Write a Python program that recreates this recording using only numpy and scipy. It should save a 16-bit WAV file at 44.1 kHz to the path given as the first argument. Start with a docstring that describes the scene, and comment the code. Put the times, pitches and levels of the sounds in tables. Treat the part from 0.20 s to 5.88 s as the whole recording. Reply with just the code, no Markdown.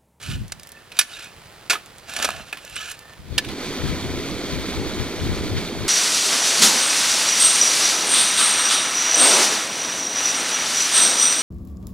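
"""A steel shovel grates and stabs in wet orchard soil: grit crunches, mud thuds, the blade rings
and pings, crumbs fall. From 3 s on, irrigation water rushing along the ditch takes over,
large bubbles gurgling below, droplets and tiny bubbles fizzing above. Light wind buffets
two close microphone ports; a limiter ducks under the hardest stab."""
import sys
import numpy as np
from scipy import signal
from scipy.fft import rfft, irfft
from scipy.io import wavfile
from scipy.ndimage import uniform_filter1d, minimum_filter1d

SR = 44100
rng = np.random.default_rng(int(sys.argv[2]) if len(sys.argv) > 2 else 0)


def master(y):
    """Save y as 16-bit WAV."""
    cut = np.clip(np.atleast_2d(y).T, -1, 1)
    pcm = np.round(cut * 32767)  # scale
    wavfile.write(sys.argv[1], SR, pcm.astype(np.int16))


N = 250488
TIME = np.arange(N) / SR

# Blade hitting soil and stones. Each row: start in seconds, level in dB, bite length in ms, crumble
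# decay in ms, low and high edge in Hz, relative blade ring in dB, relative mud thud in dB.
BLADE_BLOWS = [(0.115, -32.5, 1.1, 2.7, 1340, 5600, 1, -20),
               (0.3205, -23.5, 2.9, 4.9, 1610, 8300, -34, -22),
               (0.7178, -38, 6.2, 11, 1920, 5230, -8.5, -22), (0.768, -35, 3, 8, 1800, 7000, -12, -25),
               (0.7895, -4.5, 5.4, 8.2, 2120, 11000, -6, -31), (0.8105, -15.5, 5, 11, 1500, 7500, -13, -30),
               (1.4978, -16.5, 15.5, 17.4, 1220, 7900, -10, -15.5),
               (1.531, -20.5, 4.8, 22.7, 1000, 3900, -17, -11.5),
               (1.9639, -23, 3.5, 5.1, 1500, 10100, -4.5, -13),
               (1.9994, -21.5, 1.3, 2.2, 900, 5000, -23, -8),
               (2.0253, -18.5, 3.4, 20, 1500, 8100, -21, -17),
               (2.044, -20, 11.8, 3.3, 1000, 8500, -9.5, -11), (2.0887, -21.5, 1.3, 1.4, 600, 3240, -8, -6),
               (2.105, -21, 0.92, 1, 900, 4500, -16, -12), (2.3265, -28.5, 4.9, 14.5, 1190, 4060, -14, -8),
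               (2.3705, -35, 5, 22, 890, 4100, -25, -17), (2.5635, -30, 3.4, 2, 1480, 5300, -2.5, -15),
               (2.7122, -30.5, 6.7, 6.5, 1500, 12900, -20, -31),
               (2.9345, -37.5, 1, 1.5, 900, 3430, -22, -5), (3.1795, -12, 6.6, 6.8, 1780, 5600, -29, -13),
               (3.246, -35, 2.3, 12, 1830, 4520, -3, -16), (3.2859, -36, 4.4, 26, 2470, 5000, -4, -20)]
# Soil-damped blade modes. Each row: frequency in Hz, relative level in dB, T60 in seconds.
BLADE_MODES = [(1477, -12, 0.14), (1728, -3.5, 0.077), (1760, -8, 0.12), (2507, -3, 0.09),
               (2742, 1.5, 0.027), (3016, 1, 0.031), (3390, -5, 0.026), (3740, -3, 0.036),
               (4140, -0.5, 0.025), (4710, -5, 0.039), (5030, -17, 0.024), (5770, -5, 0.045),
               (7320, -6, .04), (8700, -1.5, 0.038), (9690, 2.5, 0.028), (10870, 6, 0.011)]
# Blade pings and mud thocks. Each row: start in seconds, level in dB, pitch in Hz, T60 in seconds.
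PINGS_AND_THOCKS = [(0.565, -40, 2600, .06), (0.7914, -33, 1750, 0.035), (0.7917, -3, 9850, 0.029),
                    (0.935, -27.5, 3750, 0.072), (1.016, -41, 2520, 0.2), (1.5066, -13.5, 1434, 0.062),
                    (1.5068, -28, 702, 0.17), (1.5132, -16, 2484, 0.043), (1.554, -19, 1260, 0.05),
                    (2.0537, -13, 1480, 0.028), (2.089, -14, 1283, 0.026), (2.089, -19, 706, 0.017),
                    (2.3278, -12, 2570, 0.019), (2.446, -31, 560, 0.019), (2.558, -20.5, 8400, 0.029),
                    (2.6, -36, 1280, .15), (3.1885, -17.5, 1740, 0.056)]
# Pushes through soil. Each row: start and length in seconds, level, growth and relative mud in dB.
SOIL_STROKES = [(0.027, 0.095, -38, 2.5, -20), (0.775, 0.05, -39.5, 1, -7), (0.911, 0.13, -40.5, 1, -13),
                (1.898, 0.036, -36, -2.5, 0), (1.98, 0.064, -35, 5, -1), (2.084, .11, -40, -2, 2.5),
                (2.282, .015, -47.5, -1, -11), (2.398, 0.13, -51.5, 4.5, -14),
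                (2.562, 0.13, -37.5, 1.5, -18.5)]
# Falling crumbs. Each row: start in seconds, peak in dB, band centre in Hz.
CRUMB_TICKS = [(0.2803, -31, 6500), (0.397, -29.5, 4870), (0.4323, -27, 5450), (0.4716, -26.5, 7500),
               (0.4908, -29, 8000), (0.519, -26, 9000), (0.995, -24, 5000), (1.045, -28, 6000),
               (1.66, -31.5, 6000), (1.783, -29, 6300), (1.938, -21, 7000), (2.4496, -26, 5900),
               (2.497, -29, 7500), (2.791, -27.5, 7000)]
# Blade lifted clear. Each row: start and length in seconds, level and growth in dB.
BLADE_LIFTS = [(0.35, 0.26, -57.5, 6.5), (2.74, .16, -62.5, 14)]
# Source spectra. Each row: frequency in Hz, relative spectral density in dB.
GRIT_SPECTRUM = [(600, -17), (1000, -13.5), (1400, -1.5), (2050, -5.5), (2700, 0), (3800, -1.5), (5200, -4),
                 (7300, -6), (10000, -10.5), (12500, -12), (16000, -15.5)]
MUD_SPECTRUM = [(90, -63), (220, -7.5), (480, -16), (680, -1), (1000, -15), (1350, -5), (1900, -13),
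                (3500, -31)]
GURGLE_SPECTRUM = [(90, -20), (170, -7), (230, -8), (320, -2.5), (450, -3.5), (600, -8.5), (900, -11.5),
                   (1500, -25), (3000, -72)]
SPRAY_SPECTRUM = [(400, -0.5), (800, -15), (1400, -4.5), (1700, -5.5), (2300, 1.5), (2720, -8), (3300, 1),
                  (4400, -1.5), (5200, -10), (6100, -8), (7000, -10), (8500, -12.5), (11500, -17.5),
                  (16000, -35)]
WIND_SPECTRUM = [(15, -22), (28, -9), (45, 3), (80, 5), (135, 3), (185, -3), (250, -8), (350, -15.5),
                 (700, -46)]
ORCHARD_SPECTRUM = [(15, -56), (25, -5.5), (133, -2.5), (255, -9.5), (363, -8), (488, -7), (1130, -10),
                    (1260, -9), (2100, -11.5), (5120, -16), (5550, -20.5), (12500, -20.5), (15900, -25)]
# Splash resonances. Each row: centre in Hz, width in Hz, relative level in dB.
SPLASH_BANDS = [(1030, 75, -5), (1357, 340, -9.5), (2090, 1300, -9), (3600, 120, -9), (4370, 290, -6.5),
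                (5740, 120, -8.5)]
# Waves in the ditch. Each row: peak time in seconds, gain in dB, half width in seconds.
WATER_SLOPS = [(4.216, -35, 0.0029), (4.309, -36, 0.002), (5.378, -29.5, 0.0068)]
# Eddies at the ports. Each row: start and length in seconds, level in dB, left minus right in dB.
EDDIES = [(0.09, 0.077, -27, -1), (0.206, 0.017, -29, 3), (0.303, 0.091, -48.5, -9), (1.99, 0.026, -48, -8),
          (2.075, 0.13, -44, -3), (2.528, 0.061, -50.5, 6), (2.998, .08, -40.5, 6.5),
          (3.109, 0.049, -34, 15), (3.27, 0.047, -38.5, -13), (3.639, .08, -30.5, 21.5),
          (3.85, 0.13, -32.5, 10), (4.335, 0.06, -32, 16), (4.585, 0.017, -30.5, 16),
          (4.642, 0.053, -34, -10), (4.795, 0.021, -30.5, 17.5), (5.017, 0.092, -24.5, 8),
          (5.194, 0.11, -31.5, -6), (5.327, 0.042, -26, 13), (5.594, 0.047, -31.5, 13.5)]
# Trickle and rustle before the fade-out. Each row: time in seconds, level in dB.
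ORCHARD_ENVELOPE = [(0, -48.5), (0.6, -49), (1.2, -46.5), (2.9, -47.5)]

STROKE_SLOPES_DB_PER_S, EDDY_SLOPES_DB_PER_S = (560, 242), (430, 260)  # rise, fall
WATER_FROM_S, WATER_FADE_S = 3.026, 0.44


def blows(attack_ms=0.3, release_ms=0.75, crumble_db=-4.5):
    """The blade bites, crushes grit, thuds in mud and rings; the soil then gives way in lumps."""
    crunch, force = np.zeros(N), np.zeros(N)
    ms = 1000 * TIME[:SR // 6]
    grit = grains(per_s=16000, spread_db=1)
    mud = unit(band(rng.standard_normal(N), 280, 860))
    lumps = unit(undb(1.5 * wander(170)))
    for k, row in enumerate(BLADE_BLOWS):
        start_s, db, bite_ms, decay_ms, low_hz, high_hz, ring_db, mud_db = row
        span = slice(k * len(ms), (k + 1) * len(ms))
        after_ms = np.maximum(ms - bite_ms, 0)
        biting = np.exp(-after_ms / release_ms)
        bite = biting * (1 - np.exp(-ms / attack_ms))
        crumble = undb(crumble_db) * (1 - biting) * np.exp(-after_ms / decay_ms) * lumps[span]
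        for envelope in bite, crumble:
            crush = grit[span] * envelope
            burst = band(crush, low_hz, high_hz) + undb(-8) * band(crush, 1470, 13700)
            burst *= undb(db) * np.linalg.norm(envelope) / np.linalg.norm(burst)
            thud = undb(db + mud_db) * mud[span] * envelope
            add(crunch, start_s, burst + thud)
            add(force, start_s, undb(ring_db) * burst)
    return crunch + undb(1) * blade(force)


def blade(force):
    """Steel rings in its modes; the moving contact point favours now one, now another."""
    ring, energy = 0, 0
    for hz, db, t60_s in BLADE_MODES:
        radius, angle = decay(1 / SR, t60_s), 2 * np.pi * hz / SR
        feedback = [1, -2 * radius * np.cos(angle), radius ** 2]
        contact = unit(undb(4 * wander(25)))
        ring += undb(db) * signal.lfilter([np.sin(angle)], feedback, force * contact)
        energy += undb(db) ** 2 / (2 - 2 * radius ** 2)
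    return ring / np.sqrt(energy)


def pings_and_thocks(rise_ms=0.75):
    """The steel blade pings, or a wet pocket in the mud thocks, briefly at one pitch."""
    out, t = np.zeros(N), TIME[:SR // 8]
    attack = 1 - np.exp(-1000 * t / rise_ms)
    for start_s, db, hz, t60_s in PINGS_AND_THOCKS:
        add(out, start_s, undb(db) * np.sin(2 * np.pi * hz * t) * decay(t, t60_s) * attack)
    return out


def scrapes():
    """Grit and odd pebbles catch and slip on the sliding blade; the same push squelches mud."""
    push, wet = 0, 0
    for start_s, length_s, db, growth_db, mud_db in SOIL_STROKES:
        stroke = gesture(start_s, length_s, db, growth_db, *STROKE_SLOPES_DB_PER_S)
        push += stroke
        wet += undb(mud_db) * stroke
    catch = undb(1.8 * wander(160))
    sand = grains(per_s=9000, spread_db=2.8)
    pebbles = grains(per_s=300, spread_db=2.2)
    grit = push * catch * colour(sand + 0.5 * pebbles, GRIT_SPECTRUM)
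    mud = wet * colour(grains(per_s=600, spread_db=2), MUD_SPECTRUM)
    return undb(-1) * grit + undb(-6.5) * blade(grit) + undb(-2) * mud


def crumbs(decay_s=0.0017, tail_s=0.011, edge_ratio=1.9):
    """Dry crumbs tick on leaves and ground, each at its own pitch."""
    out, t = np.zeros(N), TIME[:SR // 30]
    envelope = np.exp(-t / decay_s) + 0.19 * np.exp(-t / tail_s)
    for start_s, db, hz in CRUMB_TICKS:
        tick = band(rng.standard_normal(len(t)) * envelope, hz / edge_ratio, hz * edge_ratio, order=1)
        add(out, start_s, undb(db) * tick / np.abs(tick).max())
    return out


def lifted_blade(hz=1775):
    """Clear of the soil, the blade hums in one mode as grit slides off."""
    sliding = sum(gesture(*lift, *STROKE_SLOPES_DB_PER_S) for lift in BLADE_LIFTS)
    return sliding * unit(band(grains(per_s=400, spread_db=-0.5), hz - 28, hz + 28))


def ditch(growth_db_per_s=0.37):
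    """Water tumbles over a step, gurgling, splashing and slopping; a second patch splashes beyond."""
    plops = grains(per_s=2900, spread_db=3)
    large_bubbles = bubbles(174.8, 1065, cycles=5.5, spread_db=-0.4, count=5000)
    gurgle = colour(large_bubbles + 0.76 * plops, GURGLE_SPECTRUM)
    splash = splashing()
    flow = water_share() * undb(-30 + growth_db_per_s * (TIME - WATER_FROM_S))
    slop = sum(undb(db) * np.exp(-np.abs(TIME - peak_s) / half_s) for peak_s, db, half_s in WATER_SLOPS)
    step = flow * (undb(-0.93 + 0.083 * wander(6.4)) * gurgle + undb(-7) * splash)
    step += band(slop * splash, 1300, 7900)
    beyond = flow * undb(-10) * splashing()
    return ports(step, lag_ms=-0.064, pan_db=-1.4) + ports(beyond, lag_ms=-0.026, pan_db=-1)


def splashing():
    """One patch of broken water: droplets, tiny bubbles and broad resonances."""
    fizz = bubbles(933, 7530, cycles=13.6, spread_db=4.5, count=4000)
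    spray = colour(grains(per_s=7000, spread_db=3) + 0.32 * fizz, SPRAY_SPECTRUM)
    drops = grains(per_s=5000, spread_db=3)
    hollows = sum(undb(db) * band(drops, hz - width_hz / 2, hz + width_hz / 2, order=1)
                  for hz, width_hz, db in SPLASH_BANDS)
    return (spray + undb(-3.5) * unit(hollows)) * undb(1.33 * wander(30))


def bubbles(low_hz, high_hz, cycles, spread_db, count, glide=0.24):
    """Air pockets ring down, rising in pitch as they near the surface; rms 1."""
    out = np.zeros(N)
    for when, pitch, size in rng.random((count, 3)):
        hz = low_hz * (high_hz / low_hz) ** pitch
        t = TIME[:int(2 * cycles / hz * SR)]
        age = t * hz / cycles
        envelope = undb(-spread_db * np.log(0.01 + size)) * np.exp(-np.pi * age)
        add(out, when * TIME[-1], envelope * np.sin(2 * np.pi * hz * t * (1 + glide * age)))
    return unit(out)


def wind(breeze_db=-39.5, breeze_pan_db=-1.5, wander_db=4.5):
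    """Eddies thump each port separately; a wandering breeze fades in with the water."""
    out = np.zeros((2, N))
    for port, side in zip(out, (0.5, -0.5)):
        eddy_power = sum(gesture(start_s, length_s, db + side * pan_db, 0, *EDDY_SLOPES_DB_PER_S) ** 2
                         for start_s, length_s, db, pan_db in EDDIES)
        breeze = water_share() * undb(breeze_db + side * breeze_pan_db + wander_db * wander(17))
        port += np.sqrt(eddy_power + breeze ** 2) * colour(rng.standard_normal(N), WIND_SPECTRUM)
    return out


def orchard():
    """Faint trickle and rustle around the digging, giving way to the rushing water."""
    near = colour(grains(per_s=5000, spread_db=3.5), ORCHARD_SPECTRUM) * undb(0.81 * wander(6.5))
    around = np.array([colour(rng.standard_normal(N), ORCHARD_SPECTRUM) for _ in range(2)])
    gain = undb(np.interp(TIME, *np.transpose(ORCHARD_ENVELOPE))) * (1 - water_share())
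    return gain * (ports(near, lag_ms=0.036, pan_db=-3) + undb(-6) * around)


def foliage(x, t60_s, db):
    """Short scatter off leaves and ground, one tail per port."""
    t = TIME[:SR // 4]
    tails = band(rng.standard_normal((2, len(t))), 900, 8500, order=1) * decay(t, t60_s)
    return undb(db) * np.array([through(x, tail / np.linalg.norm(tail)) for tail in tails])


def ports(x, lag_ms, pan_db):
    """Two close ports: the left hears x lag_ms later and pan_db louder."""
    half_lag = np.exp(-1j * np.pi * np.fft.rfftfreq(N, 1 / SR) * lag_ms / 1000)
    spectrum = rfft(x)
    left = irfft(spectrum * half_lag, N) * undb(pan_db / 2)
    right = irfft(spectrum / half_lag, N) * undb(-pan_db / 2)
    return np.array([left, right])


def water_share():
    """Crossfade from orchard (0) to ditch (1)."""
    return np.clip((TIME - WATER_FROM_S) / WATER_FADE_S, 0, 1)


def gesture(start_s, length_s, db, growth_db, rise_db_per_s, fall_db_per_s):
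    """Gain that reaches db at start_s, changes by growth_db over length_s, then falls."""
    age_s = TIME - start_s
    edges_db = rise_db_per_s * np.maximum(-age_s, 0) + fall_db_per_s * np.maximum(age_s - length_s, 0)
    return undb(db + growth_db * np.clip(age_s / length_s, 0, 1) - np.minimum(edges_db, 120))


def grains(per_s, spread_db):
    """Tiny random impacts of uneven size; rms 1."""
    size = undb(spread_db * np.minimum(rng.exponential(size=N), 5))
    return unit((rng.random(N) < per_s / SR) * size * rng.choice([-1, 1], N))


def wander(per_s):
    """Smooth random drift; rms 1."""
    hold = max(int(SR / per_s), 1)
    steps = np.repeat(rng.standard_normal(N // hold + 1), hold)
    return unit(uniform_filter1d(steps, hold)[:N])


def colour(x, spectrum, size=4096):
    """Minimum-phase filter with the given spectrum; output rms 1."""
    hz, db = np.transpose(spectrum)
    bins_hz = np.maximum(np.fft.rfftfreq(size, 1 / SR), 1)
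    gain = undb(np.interp(np.log(bins_hz), np.log(hz), db))
    cepstrum = irfft(np.log(gain))
    cepstrum[1:size // 2] *= 2
    cepstrum[size // 2 + 1:] = 0
    return unit(through(x, irfft(np.exp(rfft(cepstrum)))))


def band(x, low_hz, high_hz, order=2):
    """Band-pass."""
    high_hz = min(max(high_hz, 1.02 * low_hz), 0.45 * SR)
    return signal.sosfilt(signal.butter(order, [low_hz, high_hz], "band", fs=SR, output="sos"), x)


def through(x, response):
    """Convolve, keeping the length of x."""
    return signal.fftconvolve(x, response)[:len(x)]


def add(track, start_s, sound):
    """Mix in at start_s."""
    i = int(start_s * SR)
    track[i:i + len(sound)] += sound[:N - i]


def decay(t, t60_s):
    """Gain falling 60 dB per t60_s."""
    return np.exp(-np.log(1000) * t / t60_s)


def undb(db):
    """Decibels to gain."""
    return 10 ** (np.asarray(db) / 20)


def unit(x):
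    """Scale to rms 1."""
    return x / np.sqrt(np.mean(x ** 2) + 1e-20)


def scene():
    """Shovel slightly right, then the ditch; orchard and wind behind."""
    shovel = blows() + pings_and_thocks() + scrapes() + crumbs() + lifted_blade()
    direct = ports(shovel, lag_ms=0.028, pan_db=-3)
    return direct + foliage(shovel, t60_s=0.36, db=-26) + ditch() + orchard() + wind()


def record(dry, threshold=1.27, release_s=0.1, top_hz=15900):
    """A limiter ducks at the loudest peaks and recovers; then clipping and a low-pass."""
    excess = np.log(np.maximum(np.abs(dry).max(axis=0) / threshold, 1))
    # Peak hold with exponential release.
    release = TIME / release_s
    reduction = np.exp(np.maximum.accumulate(np.log(excess + 1e-12) + release) - release)
    gain = uniform_filter1d(minimum_filter1d(np.exp(-reduction), size=45), size=45)
    lowpass = signal.ellip(8, 0.2, 70, top_hz, fs=SR, output="sos")
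    return signal.sosfilt(lowpass, np.clip(dry * gain, -0.9, 0.9))


dry = scene()
out = record(dry)
master(out)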